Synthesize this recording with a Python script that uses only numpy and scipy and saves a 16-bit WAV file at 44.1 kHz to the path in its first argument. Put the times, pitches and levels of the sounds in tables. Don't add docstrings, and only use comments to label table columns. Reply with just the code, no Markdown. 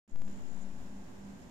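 import sys
import numpy as np
from scipy import signal
from scipy.fft import rfft, irfft
from scipy.io import wavfile
from scipy.ndimage import uniform_filter1d

SR = 44100
rng = np.random.default_rng(int(sys.argv[2]) if len(sys.argv) > 2 else 0)


def waveform_to_disk(signal):
    frames = np.transpose(np.atleast_2d(signal))
    scaled = np.clip(frames, -1, 1) * 32767
    samples = np.round(scaled).astype(np.int16)
    wavfile.write(sys.argv[1], SR, samples)


N = 66150
HUM_HZ = 197.9


def fan_hum(t):
    # f/Hz, level/dB, left minus right/dB
    weak_tones = [(171, -68, 1.5), (251.6, -64, -1), (277.7, -65.5, -0.5), (334.6, -72, -7.5),
                  (394, -76.5, 8), (498, -75, 7.5), (590.5, -72.5, 6.5), (706, -78, -8), (854, -77, 2.5),
                  (1588, -80, -1)]
    fan_time = t + .002 * np.cumsum(drift(5.85)) / SR
    peak_s, period_s = .31, .322
    throb = .2 + .8 * np.cos(np.pi * (t - peak_s) / period_s) ** 2
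    main = throb * fan_tone(fan_time, HUM_HZ, db=-51.5, pan_db=-1)
    return main + sum(fan_tone(fan_time, *row) for row in weak_tones)


def fan_tone(fan_time, hz, db, pan_db):
    wander_hz = .7 * hz / HUM_HZ * drift(20)
    cycles = hz * fan_time + np.cumsum(wander_hz) / SR + rng.random()
    wave = np.sqrt(2) * np.cos(2 * np.pi * cycles) * gain(db + 1.46 * drift(18.33))
    return wave * gain([[pan_db / 2], [-pan_db / 2]])


def fan_air():
    # f/Hz, left level/dB, right level/dB (in a band 1 Hz wide)
    air = np.array([(25.4, -76, -88), (49.5, -78.5, -70.5), (61, -83, -85.5), (95.6, -78, -77.5),
                    (138, -82.5, -82.5), (178, -78.5, -78.5), (262, -78.5, -73), (312, -83, -87.5),
                    (376, -85, -80.5), (402, -86.5, -89), (555, -88, -92.5), (760, -90, -88.5),
                    (967, -89.5, -90), (1160, -94, -95.5), (1820, -96, -97.5), (2330, -100, -101),
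                    (3450, -104, -104), (4740, -109, -106), (6500, -114, -107), (8500, -115, -109),
                    (10660, -116, -116), (14100, -115, -115)])
    # f/Hz, correlation (1 means the same)
    likeness = np.array([(30, 0.79), (70, 0.78), (130, 0.91), (200, 1), (300, 0.02), (630, 0.46),
                         (1300, -0.3), (3000, 0.0078)])
    log_f = np.log(np.maximum(np.fft.rfftfreq(N, 1 / SR), 1))
    alike = np.clip(np.interp(log_f, np.log(likeness[:, 0]), likeness[:, 1]), -.99, .99)
    shared = noise(np.sqrt((1 + alike) / 2))
    opposite = noise(np.sqrt((1 - alike) / 2))
    colours = [gain(np.interp(log_f, np.log(air[:, 0]), db)) for db in air[:, 1:].T]
    both = irfft(rfft([shared + opposite, shared - opposite]) * colours, N)
    flicker_db = .64 * drift(30)
    return both * np.sqrt(SR / 2) * gain(flicker_db)


def chirr(t):
    # t/s, level/dB
    strength = [(.08, -71), (0.114, -61.5), (0.133, -70), (.24, -62.5), (.345, -58.5), (.39, -58),
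                (.425, -66), (.50, -58.5), (.60, -59.5), (.64, -70)]
    times, db = np.array(strength).T
    ring_hz, rough_share = 7010, .47
    pulses_per_s, one_pulse_at_s = 64.2, .454
    from_pulse_s = (((t - one_pulse_at_s) * pulses_per_s + .5) % 1 - .5) / pulses_per_s
    pulses = swell(from_pulse_s, width_s=.0023) * np.interp(t, times, gain(db), left=0, right=0)
    last_burst = gain(-58) * swell(t - .623, width_s=.0087)
    ring = np.sqrt(2) * np.sin(2 * np.pi * ring_hz * t + drift(150))
    rough = noise_band(ring_hz, width_hz=680)
    rough_ring = np.sqrt(1 - rough_share) * ring + np.sqrt(rough_share) * rough
    return np.maximum(pulses, last_burst) * rough_ring


def microphone_settling(t):
    # starting slope/(1/s), time to cross zero/s, decay time/s
    swings = [(2.28, 0.25, 0.13), (0.5, 0.36, 0.19)]
    age = np.maximum(t - .117, 0)
    return np.array([slope * age * (1 - age / cross) * np.exp(-age / decay)
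                     for slope, cross, decay in swings])


def microphone_clicks(t):
    # t/s, size/dB
    steps = [(.1205, -54), (.1595, -36), (.2195, -34.5), (.2795, -37.5)]
    rise_s, decay_s, right_db = .000016, .018, -9
    clicks = np.zeros(N)
    for start, db in steps:
        age = np.maximum(t - start, 0)
        clicks -= gain(db) * (np.exp(-age / decay_s) - np.exp(-age / rise_s))
    return clicks * gain([[0], [right_db]])


def bump(t, at_s=1.248, hz=100):
    return gain(-51) * swell(t - at_s, width_s=.01) * np.sin(2 * np.pi * hz * (t - at_s))


def high_hiss():
    # f/Hz, width/Hz, level/dB
    bands = [(5340, 300, -75.5), (6890, 990, -68)]
    return sum(gain(db) * noise_band(hz, width) for hz, width, db in bands)


def gain(db):
    return 10 ** (np.asarray(db) / 20)


def swell(from_peak_s, width_s):
    return np.exp(-.5 * (from_peak_s / width_s) ** 2)


def drift(per_s):
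    hold = int(SR / per_s)
    stairs = np.repeat(rng.standard_normal(N // hold + 2), hold)
    smooth = uniform_filter1d(uniform_filter1d(stairs, hold), hold)
    return 1.304 * smooth[hold // 2:hold // 2 + N]


def noise(colour):
    return irfft(rfft(rng.standard_normal(N)) * colour, N)


def noise_band(hz, width_hz):
    distance = (np.fft.rfftfreq(N, 1 / SR) - hz) / (.68 * width_hz)
    band = noise(1 / (1 + distance ** 2))
    return band / band.std()


def scene():
    # t/s, gain/dB
    fade_in = [(.078, -17), (.10, -7.5), (.16, -8), (.22, -4), (.29, 0)]
    times, db = np.array(fade_in).T
    t = np.arange(N) / SR
    right_only = np.array([[0], [1]])
    fade = (t >= times[0]) * gain(np.interp(t, times, db))
    room = fade * (fan_hum(t) + fan_air() + right_only * high_hiss())
    return room + right_only * chirr(t) + microphone_settling(t) + microphone_clicks(t) + bump(t)


def record(dry):
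    top_hz = 14200
    return signal.sosfilt(signal.ellip(10, .2, 70, top_hz, fs=SR, output="sos"), dry)


dry = scene()
out = record(dry)
waveform_to_disk(out)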